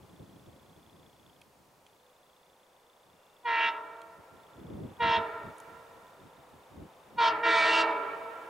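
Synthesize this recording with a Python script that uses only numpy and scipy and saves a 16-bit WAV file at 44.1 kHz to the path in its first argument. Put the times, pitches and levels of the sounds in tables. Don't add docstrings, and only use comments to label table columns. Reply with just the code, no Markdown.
import sys
import numpy as np
from scipy import signal
from scipy.fft import rfft, irfft, next_fast_len
from scipy.io import wavfile

SR = 44100
rng = np.random.default_rng(int(sys.argv[2]) if len(sys.argv) > 2 else 0)


def to_wav(s):
    ch = np.atleast_2d(s).T
    pcm = np.round(np.clip(ch, -1, 1) * 32767)
    wavfile.write(sys.argv[1], SR, pcm.astype(np.int16))


N = 374409

# (time [s], level [dB])
WHEEL_LEVEL = [(0, -62.5), (.6, -62.5), (1.5, -66), (2.5, -65), (3.4, -63), (5, -56), (6.5, -58),
               (7.1, -57), (8.49, -49)]
# (time [s], relative level [dB])
HISS_CONTOUR = [(0.0, -73), (2.03, -75), (2.81, -76), (3.83, -74.5), (4.16, -73.5), (4.7, -73.5),
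                (5.63, -71), (6.36, -73.5), (7.21, -73.5), (7.61, -72), (8.49, -70)]
# (frequency [Hz], relative density [dB])
WHEEL_SPECTRUM = [(88, -31), (150, -28.5), (370, -13), (404, -8), (458, -10.5), (506, -3.5), (566, -7.5),
                  (983, -8.5), (1660, -20.5), (3000, -25.5), (3900, -35.5), (6600, -120)]
HISS_SPECTRUM = [(1000, 9.5), (2500, 4), (4000, 4.5), (6000, 2.5), (9000, 1.5), (12000, -0.5),
                 (15500, -1.5)]
WIND_SPECTRUM = [(15, -59), (25, -32), (75, -3), (114, -4.5), (173, -1.5), (237, -5), (325, -5.5),
                 (479, -13.5), (657, -22), (900, -31), (1170, -45), (1980, -120)]
RUSH_SPECTRUM = [(300, -22), (700, 6.5), (2800, -5.5), (4600, -6), (5600, -37), (7000, -32), (10000, -35.5),
                 (13000, -66.5)]
# (frequency [Hz], side gain [dB])
AIR_SIDE = [(60, -10.5), (200, -9.5), (400, -17.5), (700, -11), (1300, -5.5), (2400, -4.5), (4400, -5),
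            (8000, -12), (10000, -26.5), (15000, -19.5)]
WIND_SIDE = [(60, -15), (110, -10), (200, -8.5), (380, -4.5), (700, 3.5)]
HORN_SIDE = [(400, -13.5), (900, -14.5), (1400, -13), (2500, -10.5), (4400, -28), (8000, -39.5)]
ECHO_SIDE = [(380, -7.5), (700, -1.5), (1300, -0.5), (2400, 3.5), (4400, -2.5), (9000, -7.5)]
# (start [s], stop [s], start pitch [Hz], end pitch [Hz], level [dB])
FAR_GLIDES = [(1.98, 2.188, 497, 502, -67.5), (3.107, 3.47, 2820, 2680, -76.5)]
# (start [s], stop [s], tick level [dB], tick pitch [Hz])
MOTOR_RUNS = [(0.029, 1.397, -59, 3400), (1.898, 4.0, -61.5, 3480), (4.367, 5.02, -58.5, 3450),
              (5.033, 8.45, -62.5, 3595)]
# (time [s], peak [dB], low cut [Hz])
HOUSING_CLICKS = [(1.415, -46.5, 1800), (1.865, -50, 1490), (4.017, -46.5, 1850), (5.582, -48.5, 7980),
                  (5.601, -45, 6800)]
# (frequency [Hz], bandwidth [Hz], gain [dB])
HOUSING_MODES = [(2540, 240, 1), (3180, 280, 3.5), (6000, 2200, -18), (9100, 510, -15)]
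# (time [s], level [dB])
BREEZE_LEVEL = [(0, -57), (0.65, -60.5), (1.1, -62), (1.9, -73.5), (2.9, -83.5), (3.8, -75), (4.6, -66),
                (5.4, -62), (5.85, -67.5), (6.5, -68), (7.0, -71), (7.15, -56.5), (7.9, -68), (8.49, -72)]
# (centre [s], length [s], peak [dB])
WIND_GUSTS = [(0.216, 0.055, -50), (0.356, 0.049, -54), (0.482, 0.031, -50.5), (0.95, 0.08, -64),
              (3.12, 0.14, -68), (3.517, 0.11, -66), (3.66, 0.034, -62), (4.198, 0.03, -58),
              (4.353, 0.069, -56.5), (4.63, 0.11, -48.5), (4.717, 0.062, -45), (4.772, 0.063, -41),
              (4.838, 0.057, -40.5), (4.903, 0.046, -49), (5.068, 0.1, -42), (5.191, 0.043, -42.5),
              (5.283, 0.04, -64), (5.471, 0.063, -47.5), (5.73, 0.1, -61.5), (5.97, 0.065, -65),
              (6.235, 0.086, -56.5), (6.397, 0.032, -58), (6.546, 0.05, -57), (6.747, 0.075, -57),
              (6.82, 0.083, -47.5), (7.227, 0.1, -63), (7.37, 0.053, -61)]
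# (frequency [Hz], gain [dB])
TREE_FILTER = [(320, 1), (460, 6.5), (660, 5.5), (950, 1.5), (1400, 4.5), (2000, -7.5), (2800, -5),
               (3600, -8), (5000, -7.5), (10000, -12)]
SLAP_FILTER = [(500, 1), (950, -1.5), (1400, -0.5), (2000, -8), (3000, -11), (5000, -18), (8000, -14)]
# (angle from ahead [deg], relative level [dB])
ECHO_BY_ANGLE = [(0, 10.5), (20, 3), (50, 3), (90, 0), (130, -19.5), (180, 7.5)]
# (delay [s], angle from ahead [deg], gain [dB])
SURFACES = [(.12, 89, -8.5), (.24, 120, -10), (.33, 165, -14)]
# (angle from ahead [deg], cutoff [Hz])
BEAM_CUTOFF = [(0, 7000), (50, 11400), (90, 1840), (130, 1200), (180, 1770)]
# (time [s], bite gain [dB], blare gain [dB])
BAND_SWELLS = [(3.47, -5.5, -0.5), (3.55, 4.5, 3), (3.64, 8.5, 6), (3.7, 1.5, 0), (5.02, -1, -1),
               (5.17, 1, -0.5), (7.24, -8.5, -1), (7.48, -1, 2.5), (7.58, -12, -0.5), (7.65, -1, 3.5),
               (7.74, 9.5, -4.5), (7.82, 2, -5.5)]
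# (far level [dB], near level [dB])
HIGH_HARMONICS = [(-13.5, -18), (2, -11), (-17.5, -8), (-14, -5.5), (-17, -7.5), (-13.5, -15), (-16, -20.5),
                  (-20.5, -23), (-27.5, -28), (-38.5, -27.5), (-33.5, -39), (-40, -37)]
LOW_HARMONICS = [(-28.5, -21), (-15.5, -14.5), (-13.5, -8.5), (-10.5, -14), (-16, -14.5), (-17, -11.5),
                 (-21, -19.5), (-18, -21), (-26, -23), (-15.5, -32), (-23.5, -23.5), (-42, -26.5)]
# (frequency [Hz], level [dB])
UPPER_HARMONICS = [(4000, -30.5), (5000, -29.5), (6000, -40.5), (7000, -52), (8500, -54.5), (10500, -61.5),
                   (12000, -86)]
SUM_ENVELOPE = [(780, -23.5), (1500, -22), (2700, -21.5), (3500, -26.5), (4500, -31), (6000, -41.5),
                (8000, -48), (10500, -67), (12000, -91.5)]
SUM_WEIGHTS_DB = [-11.5, 0.5, -2, -7.5, -6, -8, -8, -8]
# (full tone [s], valve shuts [s], high bell pitch [Hz], starts sharp by [Hz], direct gain [dB],
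# nearness [0-1], body [dB], blare [dB], rasp [dB], edge [dB], fizz [dB], echo gain [dB])
HORN_BLASTS = [ (3.458, 3.688, 460.3, 18.5, -27.5, 0.27, -3, 0.5, -2, -6, -14, -37),
               (5.007, 5.166, 460.9, 12.27, -24.5, 0.23, 3.0, -0.5, 2.5, -3, -7.5, -31),
               (7.187, 7.283, 459.8, 13.55, -18, 0.49, -7.5, -8.5, -1.5, 2, -1.5, -25.5),
               (7.436, 7.815, 459.5, 5.94, -21.5, 0.94, 1.5, -3.5, 0.5, 1.5, 3.5, -25), ]

TRAIN_MACH = .066
LOW_BELL_RATIO = .7195
LEAD_S = .025


def from_db(db):
    return 10 ** (np.asarray(db) / 20)


def unit_rms(x):
    return x / np.sqrt(np.mean(x ** 2) + 1e-20)


def lookup(rows, at):
    axis, *columns = np.transpose(rows)
    return [np.interp(at, axis, column) for column in columns]


def at_hz(points, hz):
    f, value = np.transpose(points)
    return np.interp(np.log(np.maximum(hz, 1)), np.log(f), value)


def drift(rate_hz, size=N):
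    r = np.exp(-200 * np.pi * rate_hz / SR)
    slow = signal.lfilter([1], [1, -2 * r, r * r], rng.standard_normal(N // 100 + 1002))[1000:]
    return np.interp(np.arange(size) / 100, np.arange(len(slow)), unit_rms(slow))


def coloured(x, spectrum):
    size = next_fast_len(x.shape[-1])
    gain = from_db(at_hz(spectrum, np.fft.rfftfreq(size, 1 / SR)))
    return irfft(rfft(x, size) * gain, size)[..., :x.shape[-1]]


def stereo(mid, side, width):
    side = coloured(side, width)
    return np.array([mid + side, mid - side])


def stereo_noise(spectrum, width):
    mid, side = rng.standard_normal((2, N))
    return unit_rms(coloured(stereo(mid, side, width), spectrum))


def resonance(x, hz, width_hz):
    r = np.exp(-np.pi * width_hz / SR)
    feedback = [1, -2 * r * np.cos(2 * np.pi * hz / SR), r * r]
    return signal.lfilter(np.array([1, 0, -1]) * (1 - r * r) / 2, feedback, x + 1e-18)


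def add(track, sound, start_s):
    i = min(max(int(start_s * SR), 0), N)
    track[..., i:i + sound.shape[-1]] += sound[..., :N - i]


def hiss(t, gain_db=6.5):
    return from_db(lookup(HISS_CONTOUR, t)[0] + gain_db) * stereo_noise(HISS_SPECTRUM, AIR_SIDE)


def wheels(t):
    return from_db(lookup(WHEEL_LEVEL, t)[0]) * stereo_noise(WHEEL_SPECTRUM, AIR_SIDE)


def far_tones(waver=.0036):
    out = np.zeros(N)
    for start_s, stop_s, start_hz, end_hz, db in FAR_GLIDES:
        size = int((stop_s - start_s) * SR)
        hz = np.linspace(start_hz, end_hz, size) * (1 + waver * drift(40, size))
        tone = np.sin(2 * np.pi * np.cumsum(hz) / SR)
        add(out, from_db(db) * signal.windows.tukey(size, .5) * tone, start_s)
    return out


def lens_motor(period_s=1001 / 30000, rise_s=.0012, scatter_hz=60, uneven_db=2, right_phase_rad=.57):
    out = np.zeros((2, N))
    t = np.arange(SR // 25) / SR
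    variation = rng.standard_normal((N // 1000, 2))
    grit = rng.standard_normal((N // 1000, 2, len(t)))
    envelope = t / rise_s * np.exp(1 - t / rise_s)
    phase_rad = np.array([[0], [right_phase_rad]])
    for start_s, stop_s, db, tick_hz in MOTOR_RUNS:
        for time_s in np.arange(start_s, stop_s, period_s):
            tick = int(time_s / period_s)
            force, speed = variation[tick]
            chirp = envelope * np.sin(2 * np.pi * (tick_hz + scatter_hz * speed) * t + phase_rad)
            rattle = from_db(-3) * resonance(envelope * grit[tick], hz=2600, width_hz=700)
            add(out, from_db(db + uneven_db * force) * (chirp + rattle), time_s)
    return out


def housing_clicks(decay_s=.0028):
    out = np.zeros(N)
    t = np.arange(SR // 25) / SR
    for time_s, peak_db, low_cut_hz in HOUSING_CLICKS:
        burst = rng.standard_normal(len(t)) * np.exp(-t / decay_s)
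        ring = sum(from_db(db) * resonance(burst, hz, width_hz) for hz, width_hz, db in HOUSING_MODES)
        click = signal.sosfilt(signal.butter(2, [low_cut_hz, 11500], "band", fs=SR, output="sos"), ring)
        add(out, from_db(peak_db) * click / np.abs(click).max(), time_s)
    return out


def wind(t, flutter_db=1.7, eddy_db=1.6):
    breeze = from_db(lookup(BREEZE_LEVEL, t)[0] + flutter_db * drift(12))
    gusts = sum(from_db(db) / (1 + (2 * (t - centre_s) / length_s) ** 4)
                for centre_s, length_s, db in WIND_GUSTS)
    eddies = unit_rms(stereo_noise(WIND_SPECTRUM, WIND_SIDE) * from_db(eddy_db * drift(28)))
    return np.hypot(breeze, gusts) * eddies


def reflectors(trees=280, t60_s=3.42, early_db=4, early_s=.27):
    strata = (np.arange(trees) + rng.random(trees)) / trees
    delay_s = .02 + 1.9 * strata ** 1.8
    ahead_bias = np.interp(delay_s, [0, .3], [1, 1.6])
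    angle_deg = 180 * rng.random(trees) ** ahead_bias
    decay_db = early_db * np.exp(-delay_s / early_s) - 60 * delay_s / t60_s
    gain = from_db(lookup(ECHO_BY_ANGLE, angle_deg)[0] + decay_db)
    gain = gain / np.linalg.norm(gain) * rng.choice([-1, 1], trees)
    surface_s, surface_deg, surface_db = np.transpose(SURFACES)
    return np.r_[delay_s, surface_s], np.r_[angle_deg, surface_deg], np.r_[gain, from_db(surface_db)]


def woods(blast, dulling_s=.065, spread_db=7, oversample=16):
    out = np.zeros((2, 3 * SR))
    fine = signal.resample_poly(coloured(blast, TREE_FILTER), oversample, 1)
    for delay_s, angle_deg, gain in zip(*reflectors()):
        doppler = (1 - TRAIN_MACH) / (1 - TRAIN_MACH * np.cos(np.radians(angle_deg)))
        echo = fine[np.arange(0, len(fine) - 1, oversample * doppler).astype(int)]
        cutoff_hz = lookup(BEAM_CUTOFF, angle_deg)[0] / np.sqrt(1 + delay_s / dulling_s)
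        r = np.exp(-2 * np.pi * cutoff_hz / SR)
        echo = signal.lfilter([(1 - r) ** 2], [1, -2 * r, r * r], echo + 1e-18)
        pan_db = spread_db * rng.standard_normal()
        sides = from_db([[pan_db / 2], [-pan_db / 2]])
        add(out, gain * sides / sides.mean() * echo, delay_s)
    return out


def direct_path(blast, start_s, body_db, blare_db, rasp_db, edge_db, fizz_db):
    blast = coloured(blast, [(680, body_db), (880, 0), (1400, 0), (1700, blare_db), (2400, blare_db),
                             (2750, 0), (3200, rasp_db), (3900, rasp_db), (4500, edge_db),
                             (6000, edge_db), (7000, fizz_db)])

    def swell(gain_db, hz, width_hz):
        band = coloured(blast, [(hz + k * width_hz / 2, -abs(k) ** 3) for k in range(-4, 5)])
        return (from_db(gain_db) - 1) * band

    bite_swell_db, blare_swell_db = lookup(BAND_SWELLS, start_s - LEAD_S + np.arange(len(blast)) / SR)
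    bite = swell(bite_swell_db, hz=2790, width_hz=190)
    blare = swell(blare_swell_db, hz=2140, width_hz=750)
    return blast + bite + blare


def off_axis(x):
    quadrature = signal.hilbert(x, next_fast_len(len(x))).imag[:len(x)]
    return stereo(x, quadrature, HORN_SIDE)


def partials(high_hz, nearness):
    def level_db(bell, order, hz):
        if order <= len(bell):
            return np.interp(nearness, [0, 1], bell[order - 1])
        return at_hz(UPPER_HARMONICS, order * hz)

    low_hz = high_hz * LOW_BELL_RATIO
    high = [(i, 0, level_db(HIGH_HARMONICS, i, high_hz)) for i in range(1, 25)]
    low = [(0, j, level_db(LOW_HARMONICS, j, low_hz)) for j in range(1, 34)]
    sums = [(i, j, at_hz(SUM_ENVELOPE, i * high_hz + j * low_hz) + db)
            for i in range(1, 22) for j, db in enumerate(SUM_WEIGHTS_DB, 1)]
    return high + low + sums


def air_horn(start_s, shut_s, high_hz, sharp_hz, nearness, attack_db_per_s=1400, release_db_per_s=300,
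             sag_hz_per_s=3.76, jitter=.0016, build_s=.062, brighten_db_per_s=6.5, knee_hz=1990,
             low_lag_s=.021, rush_db=-23):
    size = int((shut_s - start_s + .2) * SR)
    t = start_s - LEAD_S + np.arange(size) / SR
    age_s = np.maximum(t - start_s, 0)

    def diaphragm_phase(ratio, settle_s):
        hz = high_hz + sharp_hz * np.exp((start_s - t) / settle_s) - sag_hz_per_s * age_s
        return 2 * np.pi * np.cumsum(ratio * hz * (1 + jitter * drift(23, size))) / SR

    high_phase = diaphragm_phase(1, settle_s=.0343)
    low_phase = diaphragm_phase(LOW_BELL_RATIO, settle_s=.0542)
    dull_db = 6.5 * np.exp(-age_s / build_s)
    valve_db = attack_db_per_s * np.maximum(start_s - t, 0) + release_db_per_s * np.maximum(t - shut_s, 0)
    late_db = 14 * np.clip(1 - age_s / low_lag_s, 0, 1)
    shimmer_db = [2.36 * drift(7, size) for _ in range(13)]
    tone = np.zeros(size)
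    for k, (high_order, low_order, db) in enumerate(partials(high_hz, nearness)):
        hz = (high_order + low_order * LOW_BELL_RATIO) * high_hz
        if low_order:
            db = db - late_db - 3 * np.clip(hz / 3000 - 1, 0, 1)
        tilt_db_per_octave = brighten_db_per_s * age_s - dull_db * (1 if low_order else .74)
        db = db + tilt_db_per_octave * max(np.log2(hz / knee_hz), 0)
        db -= valve_db * (1 + hz / 5000)
        db += min(hz / 2500, 1.5) * shimmer_db[k % len(shimmer_db)]
        phase = high_order * high_phase + low_order * low_phase + rng.uniform(0, 2 * np.pi)
        tone += from_db(db) * np.sin(phase)
    rush = coloured(rng.standard_normal(N)[:size], RUSH_SPECTRUM)
    rasp = unit_rms(rush * (1 + np.cos(high_phase)))
    return tone + rasp * from_db(rush_db - dull_db - late_db - 2 * valve_db)


def train_horn(pan_right_db=1, echo_nearness=.86, slap_s=.092, slap_db=-11):
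    out = np.zeros((2, N))
    for start_s, shut_s, hz, sharp_hz, direct_db, nearness, *colour_db, echo_db in HORN_BLASTS:
        blast = air_horn(start_s, shut_s, hz, sharp_hz, nearness)
        direct = from_db(direct_db) * direct_path(blast, start_s, *colour_db)
        left, right = woods(air_horn(start_s, shut_s, hz, sharp_hz, echo_nearness))
        echoes = stereo((left + right) / 2, (left - right) / 2, ECHO_SIDE)
        onset_s = start_s - LEAD_S
        add(out, off_axis(direct), onset_s)
        add(out, from_db(slap_db) * coloured(direct, SLAP_FILTER), onset_s + slap_s)
        add(out, from_db(echo_db) * echoes, onset_s)
    return out * from_db([[-pan_right_db / 2], [pan_right_db / 2]])


def scene():
    t = np.arange(N) / SR
    return train_horn() + wind(t) + wheels(t) + hiss(t) + lens_motor() + housing_clicks() + far_tones()


def record(dry):
    return signal.sosfilt(signal.ellip(12, .1, 90, 15750, fs=SR, output="sos"), dry)


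dry = scene()
out = record(dry)
to_wav(out)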